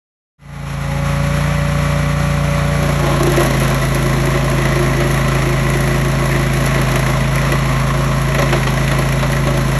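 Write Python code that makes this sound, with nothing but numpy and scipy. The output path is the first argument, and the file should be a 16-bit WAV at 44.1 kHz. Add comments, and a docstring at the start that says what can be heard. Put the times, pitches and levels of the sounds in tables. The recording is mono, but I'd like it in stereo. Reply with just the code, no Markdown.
"""Stump grinder on a forest road

A two-cylinder petrol engine booms, clatters and whines a few metres from a phone; the sound fades in.
One crankshaft drives the exhaust, valves, pump and cutter wheel, so they all slow as the wheel digs in.
The wheel's teeth knock on the stump, tear its fibres and now and then bite hard."""
import sys
import numpy as np
from scipy import signal
from scipy.fft import rfft, irfft, next_fast_len
from scipy.io import wavfile
from scipy.ndimage import uniform_filter1d

SR = 44100
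rng = np.random.default_rng(int(sys.argv[2]) if len(sys.argv) > 2 else 0)


def to_wav(sig):
    """Store sig (one row per channel, or 1-D mono) as 16-bit WAV at the path in sys.argv[1].

    Samples outside -1..1 are clipped; the rate is SR.
    """
    pcm = np.clip(np.atleast_2d(sig), -1, 1) * 32767
    pcm = np.round(pcm).astype(np.int16)
    wavfile.write(sys.argv[1], SR, pcm.T)  # frames by channels


N = 431738
T = np.arange(N) / SR

# the exhaust's main note, five times the engine's cycle rate: (time [s], pitch [Hz])
ENGINE_NOTE = [(.52, 142), (.75, 139), (1.0, 141.6), (1.13, 142.1), (1.42, 145.2), (2.8, 145),
               (3.42, 135.2), (4.13, 134.5), (4.32, 136.4), (4.55, 134.9), (4.72, 135.9), (4.88, 133.9),
               (5.06, 135.4), (5.63, 134), (5.8, 135.9), (6.05, 136.3), (6.53, 134.3), (6.72, 136.7),
               (6.88, 131.2), (7.25, 134), (7.5, 137.1), (7.76, 133.5), (8.0, 136.5), (8.22, 134.9),
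               (8.47, 137.3), (8.59, 132.4), (8.72, 132.6), (8.87, 136.5), (9.15, 134.5), (9.37, 136.7),
               (9.6, 133.8)]
# exhaust tones, running free and working hard: (multiple of the cycle rate, relative level [dB])
FREE_TONES = [(1, -34), (2, -2.5), (3, -4.5), (4, -19), (5, 3.5), (6, -4.5), (7, -9.5), (8, -14.5),
              (9, -15), (10, -16.5), (11, -27)]
LOADED_TONES = [(1, -40), (2, -5.5), (3, -16), (4, -21.5), (5, -0.5), (6, -9), (7, -23), (8, -12),
                (9, -15.5), (10, -55), (11, -36)]
# noise of valves, fan and exhaust gas: (frequency [Hz], relative level [dB])
CLATTER_SPECTRUM = [(25, -13), (100, -0.5), (260, -1.5), (400, -6), (640, -0.5), (800, -4), (1100, -1.5),
                    (1350, -1.5), (1680, -7), (2000, 0.5), (2150, -6.5), (2340, -4.5), (2700, -9.5),
                    (5000, -14.5), (14000, -21.5)]
# buzz of the engine panels: (multiple of the cycle rate, relative level [dB])
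PANEL_TONES = [(13, 0), (16, 4), (22, -2), (26, 4.5), (36, 0.5), (38, 0), (39, -9), (42, 4), (44, 0),
               (45, 2), (46, 4), (48, 1.5), (50, -1), (54, -3), (60, 3), (66, -6), (71, 0), (79, -3),
               (81, 3)]
# even tones of the pump's whine: (multiple of the pump's base pitch, relative level [dB])
PUMP_TONES = [(2, 3), (4, -4), (8, -11)]
# depth of the cut, deepest on the first plunge: (time [s], level against steady grinding [dB])
CUT_DEPTH = [(2.88, -4.5), (3.08, -3), (3.4, 5.5), (3.58, 1), (4.6, 1.7), (6.35, 0), (6.85, 4), (7.3, -2),
             (8.3, -2), (9.75, -1)]
# how hard the teeth drive the stump's groan, its hollow ring and the steel: (time [s], level [dB])
GROAN_DRIVE = [(2.9, -32.5), (3.15, -28), (3.26, -26), (3.42, -29), (3.5, -33), (3.73, -34), (3.86, -27),
               (4.3, -28.5), (5.3, -28.5), (6.4, -31.5), (7.2, -31), (8.05, -34.5), (8.55, -32.5),
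               (9.75, -34)]
HOLLOW_DRIVE = [(3.1, -37), (3.7, -39.5), (4.9, -31.5), (6.0, -36.5), (7.4, -34.5), (7.6, -30), (8.15, -31),
                (8.6, -39), (9.75, -39)]
STEEL_DRIVE = [(3.0, -40), (4.3, -31), (5.5, -28), (6.0, -29.5), (6.15, -33), (6.32, -27), (6.55, -31),
               (6.7, -28.5), (7.1, -29), (7.9, -32.5), (8.4, -33.5), (9.75, -37)]
# the stump's lowest resonance, then its higher ones: (frequency [Hz], width [Hz], boost [dB])
LOW_RESONANCE = [(351.3, 33, 11.5)]
STUMP_RESONANCES = [(571, 50, 11), (640.3, 48, 8.5), (1041, 94, 8.5), (1124, 66, 9), (1320, 55, 9.5)]
# tone colour of each sound of the cut: (frequency [Hz], relative level [dB])
GROAN_SPECTRUM = [(100, -46.5), (280, -6.5), (350, -0.5), (400, -1), (470, -16), (600, -12), (680, -10.5),
                  (800, -25), (1500, -55)]  # the whole stump shaking
WOOD_SPECTRUM = [(70, -22.5), (150, -2.5), (240, 4.5), (450, -5), (700, -1.5), (850, -6), (1300, -11),
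                 (1600, -5.5), (2000, -11), (2400, -10.5), (3000, -14), (4500, -16), (8000, -21),
                 (14000, -50)]  # teeth against wood
HOLLOW_SPECTRUM = [(600, -43), (940, -17), (1040, 2.5), (1130, -2), (1220, -10), (1700, -38)]  # the stump's upper ring
STEEL_SPECTRUM = [(500, -40), (1600, -15.5), (1830, -7), (1980, -1), (2100, -8.5), (2400, -11.5),
                  (5000, -39)]  # wheel and guard
SPLINTER_SPECTRUM = [(500, -36), (2000, -13), (4000, -2), (6000, -2.5), (9000, -4.5), (14000, 2)]  # tearing fibres and flying chips
KNOCK_SPECTRUM = [(100, -13), (250, 1.5), (450, 3), (750, 0.5), (1150, -4.5), (1500, -4), (2200, -7),
                  (4500, -14.5), (14000, -53)]  # the stump under a hard bite
CRACK_SPECTRUM = [(300, -17), (1300, -3), (2200, 5.5), (4000, -3.5), (7000, -8), (14000, -56)]  # a chip breaking off
# hard bites of a tooth, with the strength of each part:
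# (time [s], knock [dB], shove [dB], clang [dB], crack [dB], splinter [dB])
HARD_BITES = [(2.828, -19, -28, -40, -24, -28), (2.887, -21, -23, -40, -34, -38),
              (2.998, -23, -36, -36, -36, -29), (3.033, -16.5, -36, -36, -32, -32),
              (3.066, -16, -30, -28, -30, -31), (3.098, -24, -32, -38, -36, -30),
              (3.115, -17, -32, -40, -38, -34), (3.133, -19, -18, -40, -34, -29),
              (3.164, -20, -28, -36, -32, -26), (3.2, -15, -12, -34, -33, -26),
              (3.232, -27, -12.5, -30, -32, -18.5), (3.267, -17, -11.5, -34, -35, -22),
              (3.3, -24, -29, -36, -34, -25), (3.318, -33, -34, -34, -38, -20),
              (3.336, -16, -17, -31, -34, -29), (3.37, -15, -11, -19, -28, -21),
              (3.405, -12.5, -15, -18, -24, -23), (3.445, -21, -32, -32, -34, -36),
              (3.46, -30, -38, -36, -34, -20), (3.507, -22, -23, -27, -34, -22),
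              (3.546, -22, -22, -30, -34, -30), (3.599, -32, -34, -36, -36, -21.5),
              (3.614, -20, -20, -36, -32, -32), (3.647, -19, -30, -34, -30, -26),
              (3.68, -35, -36, -34, -36, -23), (3.822, -22, -23, -36, -32, -28),
              (3.946, -44, -34, -36, -36, -19), (4.135, -24, -23, -34, -32, -41),
              (4.267, -26, -16, -38, -35, -38), (4.346, -19, -21, -27, -32, -38),
              (4.499, -35, -40, -38, -36, -24), (4.58, -25, -18.5, -34, -36, -34),
              (4.653, -15, -17, -32, -32, -26), (5.003, -16, -29, -32, -25, -24),
              (5.04, -28, -14.5, -34, -34, -38), (5.281, -24, -21, -32, -34, -23),
              (5.349, -21, -20, -37, -34, -25), (5.46, -26, -19, -26, -34, -32),
              (5.746, -34, -16, -37, -38, -34), (5.837, -34, -39, -38, -36, -28),
              (5.88, -25, -31, -34, -34, -38), (6.115, -32, -31, -38, -36, -27),
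              (6.195, -20, -25, -36, -30, -32), (6.315, -37, -32, -21, -34, -27),
              (6.348, -22, -18, -27, -34, -33), (6.394, -25, -22, -32, -34, -31),
              (6.532, -35, -37, -23, -36, -37), (6.657, -24, -36, -28, -28, -23),
              (6.755, -17.5, -26, -40, -38, -36), (6.785, -20, -20, -36, -32, -34),
              (6.815, -29, -30, -27, -32, -23), (6.957, -16.5, -28, -31, -30, -20),
              (7.064, -28, -45, -26, -28, -29), (7.085, -22, -37, -36, -37, -36),
              (7.488, -20, -27, -37, -32, -39), (7.52, -15.5, -28, -29, -31, -30),
              (7.655, -21, -32, -34, -32, -34), (7.722, -20, -32, -40, -32, -34),
              (7.938, -21, -30, -34, -32, -36), (8.114, -18, -40, -40, -34, -39),
              (8.346, -19, -37, -15, -22, -26), (8.383, -13, -30, -25, -17, -33),
              (8.419, -17, -27, -16, -18, -24), (8.489, -31, -34, -28, -26, -37),
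              (8.526, -9, -21, -23, -16, -27), (8.557, -25, -25, -32, -30, -38),
              (8.631, -32, -36, -22, -28, -37), (8.67, -13, -23, -23, -16, -32),
              (8.772, -30, -26, -22, -23, -33), (8.877, -31, -24, -24, -19, -34),
              (8.915, -15, -25, -29, -21, -26), (8.963, -28, -31, -36, -30, -38),
              (8.988, -18.5, -31, -35, -32, -24), (9.022, -23, -34, -30, -27, -36),
              (9.088, -32, -32, -24, -30, -26), (9.123, -26, -27, -22, -27, -24),
              (9.192, -28, -34, -28, -23, -32), (9.226, -13, -35, -36, -22, -31),
              (9.327, -37, -33, -28, -24, -27), (9.365, -27, -32, -21, -26, -27),
              (9.47, -15, -24, -28, -21, -30), (9.535, -24, -23, -34, -30, -36),
              (9.572, -28, -26, -34, -36, -31)]
# tone colour of the phone's two microphone openings: (frequency [Hz], gain [dB])
MIC_COLOUR = [(7000, 0.5), (9300, 1), (10200, 8.5), (11000, 7), (12000, -3.5), (13200, -15.5), (14200, -30)]
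# how far the left side runs ahead of the right: (frequency [Hz], phase [rad])
MIC_PHASE = [(0, 0), (200, 0), (430, .55), (580, -.05), (830, .35), (1290, -.45), (1600, 0), (2600, .65),
             (4130, .75), (4600, 1.7), (5150, 4.9), (5650, 6.28), (6100, 6.4), (9050, 9.42), (11600, 11.7),
             (11900, 12.57)]
# how much louder the left side is: (frequency [Hz], left minus right [dB])
MIC_BALANCE = [(200, 0), (370, 4), (600, 5), (1200, 6.5), (1650, -0.5), (14000, 3)]

RUN_UP_S, RUN_UP_LENGTH_S, RUN_UP_DB = 1.0, 0.61, 1  # clatter and buzz grow as the engine speeds up
BUZZ_DB, BUZZ_FADE_DB = -33.5, 9.5  # panels running free, and their drop under load
WHINE_DB, WHINE_RISE_DB, WHINE_RISE_S, WHINE_RISE_LENGTH_S = -28.3, 8, 0.72, .28
HOUSING_DB, HOUSING_LOAD_DB, HOUSING_HZ, HOUSING_WIDTH_HZ = -35, 6.5, 833, 30  # the pump's casing
CONTACT_S, SINK_S = 2.68, 0.18  # the wheel meets the stump and sinks in
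LOAD_S, LOAD_RISE_S = 2.85, 0.53  # the engine then starts to work hard
NIBBLES_PER_S, NIBBLE_DB = 2, (-27, -33, -32, -41, -23)  # small random bites, parts as in HARD_BITES


def undb(db):
    """Turn decibels into a factor to multiply by."""
    return 10 ** (np.asarray(db) / 20)


def unit(x):
    """Scale a signal to an average power of 1."""
    return x / np.sqrt(np.mean(x ** 2))


def curve(table, at=T):
    """Join the points of a table with straight lines."""
    return np.interp(at, *np.transpose(table))


def ramp(start_s, length_s):
    """Rise in a straight line from 0 to 1."""
    return np.clip((T - start_s) / length_s, 0, 1)


def wander(per_s):
    """Drift smoothly at random, by about 1 either way."""
    hold = max(int(SR / per_s), 1)
    steps = np.repeat(rng.standard_normal(N // hold + 1), hold)
    return unit(uniform_filter1d(uniform_filter1d(steps, hold), hold)[:N])


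def colour(x, spectrum, resonances=()):
    """Filter a sound through a spectrum and its resonances; white noise keeps its power."""
    size = 8192
    f = np.fft.rfftfreq(size, 1 / SR)
    hz, db = np.transpose(spectrum)
    shape_db = np.interp(np.log(f + 1), np.log(hz), db)
    for centre, width, boost in resonances:
        shape_db += 10 * np.log10(1 + (undb(boost) ** 2 - 1) / (1 + (2 * (f - centre) / width) ** 2) ** 2)
    # build the filter so that it rings only after a hit, never before
    cepstrum = irfft(np.log(undb(shape_db)))[:size // 2]
    response = irfft(np.exp(2 * rfft(cepstrum, size)))
    return signal.oaconvolve(x, response / np.linalg.norm(response))[:N]


def hum(turns, tones):
    """Add up pure tones at whole multiples of a turning rate."""
    return unit(sum(undb(db) * np.sin(2 * np.pi * round(k) * turns) for k, db in tones))


def exhaust(cycles, tones, flutter=0.011):
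    """Two cylinders fire unevenly, 0.36 of a cycle apart; the muffler delays the higher tones."""
    cycle, wave = np.linspace(0, 1, 1024), 0
    for k, (_, db) in enumerate(tones, 1):
        firing = 1 + np.exp(-2j * np.pi * k * .36)
        muffler = 1 / (1 + 10j * (k / 7 - 7 / k))
        wave = wave + undb(db) * np.cos(2 * np.pi * k * cycle + np.angle(firing * muffler))
    return unit(np.interp(cycles % 1, cycle, wave) * (1 + flutter * wander(25)))


def clatter(cycles, rattle_db=-8.5, throb=0.11, flicker_db=1.0):
    """The valves rattle the same way on every cycle; the hiss of gas and fan swells once a cycle."""
    size = 1536
    rattle = np.interp(cycles % 1 * size, np.arange(size), rng.standard_normal(size))
    hiss = (1 + throb * np.cos(2 * np.pi * cycles)) * rng.standard_normal(N)
    noise = colour(hiss + undb(rattle_db) * unit(rattle), CLATTER_SPECTRUM)
    return unit(noise) * undb(flicker_db * wander(30))


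def panels(cycles, waver_db=3.0):
    """The engine shakes its panels into a buzz; each tone wavers on its own."""
    return unit(sum(undb(db + waver_db * wander(7.6)) * hum(cycles, [(k, 0)]) for k, db in PANEL_TONES))


def pump(cycles, cycle_hz, load, ratio=9.845, waver_db=1.0, fade_db=8.0):
    """The hydraulic pump whines in step with the engine; its even tones die away under load."""
    rise_db = WHINE_RISE_DB * (ramp(WHINE_RISE_S, WHINE_RISE_LENGTH_S) - 1)
    whine = undb(WHINE_DB + rise_db - fade_db * load) * np.sqrt(1 - load)
    # the third tone sings only near the pitch at which the housing rings
    off_pitch = 2 * (3 * ratio * cycle_hz - HOUSING_HZ) / HOUSING_WIDTH_HZ
    housing = undb(HOUSING_DB + HOUSING_LOAD_DB * load) / (1 + off_pitch ** 2) ** 2
    tone = whine * hum(ratio * cycles, PUMP_TONES) + housing * hum(ratio * cycles, [(3, 0)])
    return tone * undb(waver_db * wander(18))


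def forest(x, echo_db=-13.0, side_db=-20, decay_s=1.0):
    """Tree trunks scatter a short, dull echo, different on each side."""
    age = np.arange(SR // 2) / SR
    tails = rng.standard_normal((2, len(age))) * undb(-60 * age / decay_s) * (age > .012)
    tails = signal.sosfilt(signal.butter(1, 5000, fs=SR, output="sos"), tails)
    middle, side = (signal.oaconvolve(x, tail / np.linalg.norm(tail))[:N] for tail in tails)
    side = signal.sosfilt(signal.butter(2, [650, 8000], "band", fs=SR, output="sos"), side)
    return x + undb(echo_db) * middle + undb(side_db) * side * np.array([[1], [-1]])


def grinding(level_db, patchy_db, growth=0):
    """A cutting sound starts on contact, varies with the grain and follows depth by `growth` dB per dB."""
    grain_db = patchy_db * np.tanh(wander(14))
    return ramp(CONTACT_S, SINK_S) * undb(level_db + growth * curve(CUT_DEPTH) + grain_db)


def strikes(wheel, sharpness, uneven_db, scatter_db, floor):
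    """The lead teeth hit twice a turn, one harder than the other, never quite the same way."""
    count = (2 * wheel).astype(int)
    scatter = undb(scatter_db * rng.uniform(-0.85, 1, count[-1] + 1))
    strength = scatter[count] * undb(uneven_db * (-1.) ** count)
    pulses = strength * np.exp(-sharpness * (2 * wheel % 1))
    return unit(floor + uniform_filter1d(pulses, size=130))  # a tooth takes about 3 ms to sink in


def grains(per_s, spread_db):
    """Tiny breaks of unequal size run together into a crackle."""
    hits = rng.random(N) < per_s / SR
    signs = rng.choice([-1., 1.], N)
    return unit(hits * signs * undb(spread_db * np.minimum(rng.exponential(size=N), 4)))


def groan(rubbing, shove):
    """The teeth keep the whole stump ringing; a heavy shove makes it thud."""
    return colour(grains(1200, 1.4) * rubbing + shove, GROAN_SPECTRUM, LOW_RESONANCE)


def bites(rock_s=0.00593):
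    """A biting tooth taps and clangs at once; the wood knocks, cracks and splinters; the stump rocks."""
    age = np.arange(SR // 10) / SR
    burst = lambda rise_s, fall_s: (1 - np.exp(-age / rise_s)) * np.exp(-age / fall_s)
    tap = np.exp(-age / .00015)
    knock = burst(rise_s=0.0027, fall_s=0.018)
    crack = burst(rise_s=0.0015, fall_s=0.0089)
    shove = (age > rock_s) * np.exp(-abs(age - rock_s) / 0.0016)
    clang = np.exp(-age / 0.0064)
    splinter = burst(rise_s=.0005, fall_s=0.0042)
    shapes = np.array([tap, knock, crack, shove, clang, splinter])
    times = CONTACT_S + np.cumsum(rng.uniform(0, 2, 60)) / NIBBLES_PER_S
    nibbles = [(s, *NIBBLE_DB) for s in times[times < T[-1]]]
    forces = np.zeros((len(shapes), N))
    for s, knock_db, shove_db, clang_db, crack_db, splinter_db in HARD_BITES + nibbles:
        start = int(s * SR)
        gains = undb([knock_db, knock_db, crack_db, shove_db, clang_db, splinter_db])
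        forces[:, start:start + len(age)] += (gains[:, None] * shapes)[:, :N - start]
    return forces


def cutter(cycles, turns_per_cycle=1.061, tap_db=-1.0, snap_db=8.5):
    """The belt-driven wheel chips at the stump: wood knocks, steel rings and fibres tear."""
    wheel = cycles * turns_per_cycle
    groan_gain = grinding(curve(GROAN_DRIVE), patchy_db=3.0)
    wood_gain = grinding(level_db=-25.0, patchy_db=1.0, growth=0.37)
    hollow_gain = grinding(curve(HOLLOW_DRIVE), patchy_db=0.5)
    steel_gain = grinding(curve(STEEL_DRIVE), patchy_db=2.0, growth=0.13)
    fibre_gain = grinding(level_db=-32.0, patchy_db=2.0, growth=0.72)
    tap, knock, crack, shove, clang, splinter = bites()
    blows = strikes(wheel, sharpness=1.8, uneven_db=2., scatter_db=3.5, floor=0.48)
    ringing = strikes(wheel, sharpness=2.2, uneven_db=4.5, scatter_db=3.0, floor=0.48) * steel_gain
    tearing = strikes(wheel, sharpness=1.8, uneven_db=3.0, scatter_db=6.0, floor=0.3) * fibre_gain
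    # these forces shape crackles, which take on the tone colour of whatever is hit
    wood = colour(grains(9000, 2.1) * blows * wood_gain, WOOD_SPECTRUM, STUMP_RESONANCES)
    hollow = colour(grains(5000, 1.1) * blows * hollow_gain, HOLLOW_SPECTRUM)
    knocks = colour(grains(12000, 1.1) * knock + undb(tap_db) * tap, KNOCK_SPECTRUM, STUMP_RESONANCES)
    steel = colour(grains(2500, 1.1) * (ringing + clang), STEEL_SPECTRUM)
    snaps = grains(5000, 3.2) * tearing + grains(9000, 0.95) * undb(snap_db) * splinter
    fibres = colour(snaps, SPLINTER_SPECTRUM)
    chips = colour(grains(9000, 1.2) * crack, CRACK_SPECTRUM)
    return groan(blows * groan_gain, shove) + wood + hollow + knocks + steel + fibres + chips


def scene():
    """The engine runs up, droops in the wood, then wavers as the wheel catches and clears."""
    load = ramp(LOAD_S, LOAD_RISE_S)  # 0 running free, 1 working hard
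    cycle_hz = curve(ENGINE_NOTE) / 5  # in one cycle each cylinder fires once
    wobble = (0.000604 + 0.000967 * load) * wander(14)
    cycles = np.cumsum(cycle_hz * (1 + wobble)) / SR
    free = exhaust(cycles, FREE_TONES)
    loaded = exhaust(cycles, LOADED_TONES, flutter=0.017)
    boom = undb(-16.0) * ((1 - load) * free + load * loaded)
    run_up = undb(RUN_UP_DB * (ramp(RUN_UP_S, RUN_UP_LENGTH_S) - 1))
    rattle = clatter(cycles) * run_up * undb(-24.7 - 2.43 * load)
    buzz = panels(cycles) * run_up * undb(BUZZ_DB - BUZZ_FADE_DB * load)
    return boom + buzz + pump(cycles, cycle_hz, load) + forest(rattle + cutter(cycles))


def record(dry):
    """The phone colours each side, rounds off peaks and cuts the highest treble; the sound fades in."""
    peak_limit, top_hz = .92, 14200
    size = next_fast_len(N)
    hz = np.fft.rfftfreq(size, 1 / SR)
    side = np.array([[.5], [-.5]])  # left, right
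    gain = undb(curve(MIC_COLOUR, hz) + side * curve(MIC_BALANCE, hz))
    lead = np.exp(1j * side * curve(MIC_PHASE, hz))
    heard = irfft(rfft(dry, size) * gain * lead, size)[:, :N]
    rounded = heard / (1 + (heard / peak_limit) ** 8) ** (1 / 8)
    fade = np.sin(np.pi / 2 * ramp(start_s=.38, length_s=1.0)) ** 1.11
    return signal.sosfilt(signal.ellip(8, .2, 80, top_hz, fs=SR, output="sos"), rounded * fade)


dry = scene()
out = record(dry)
to_wav(out)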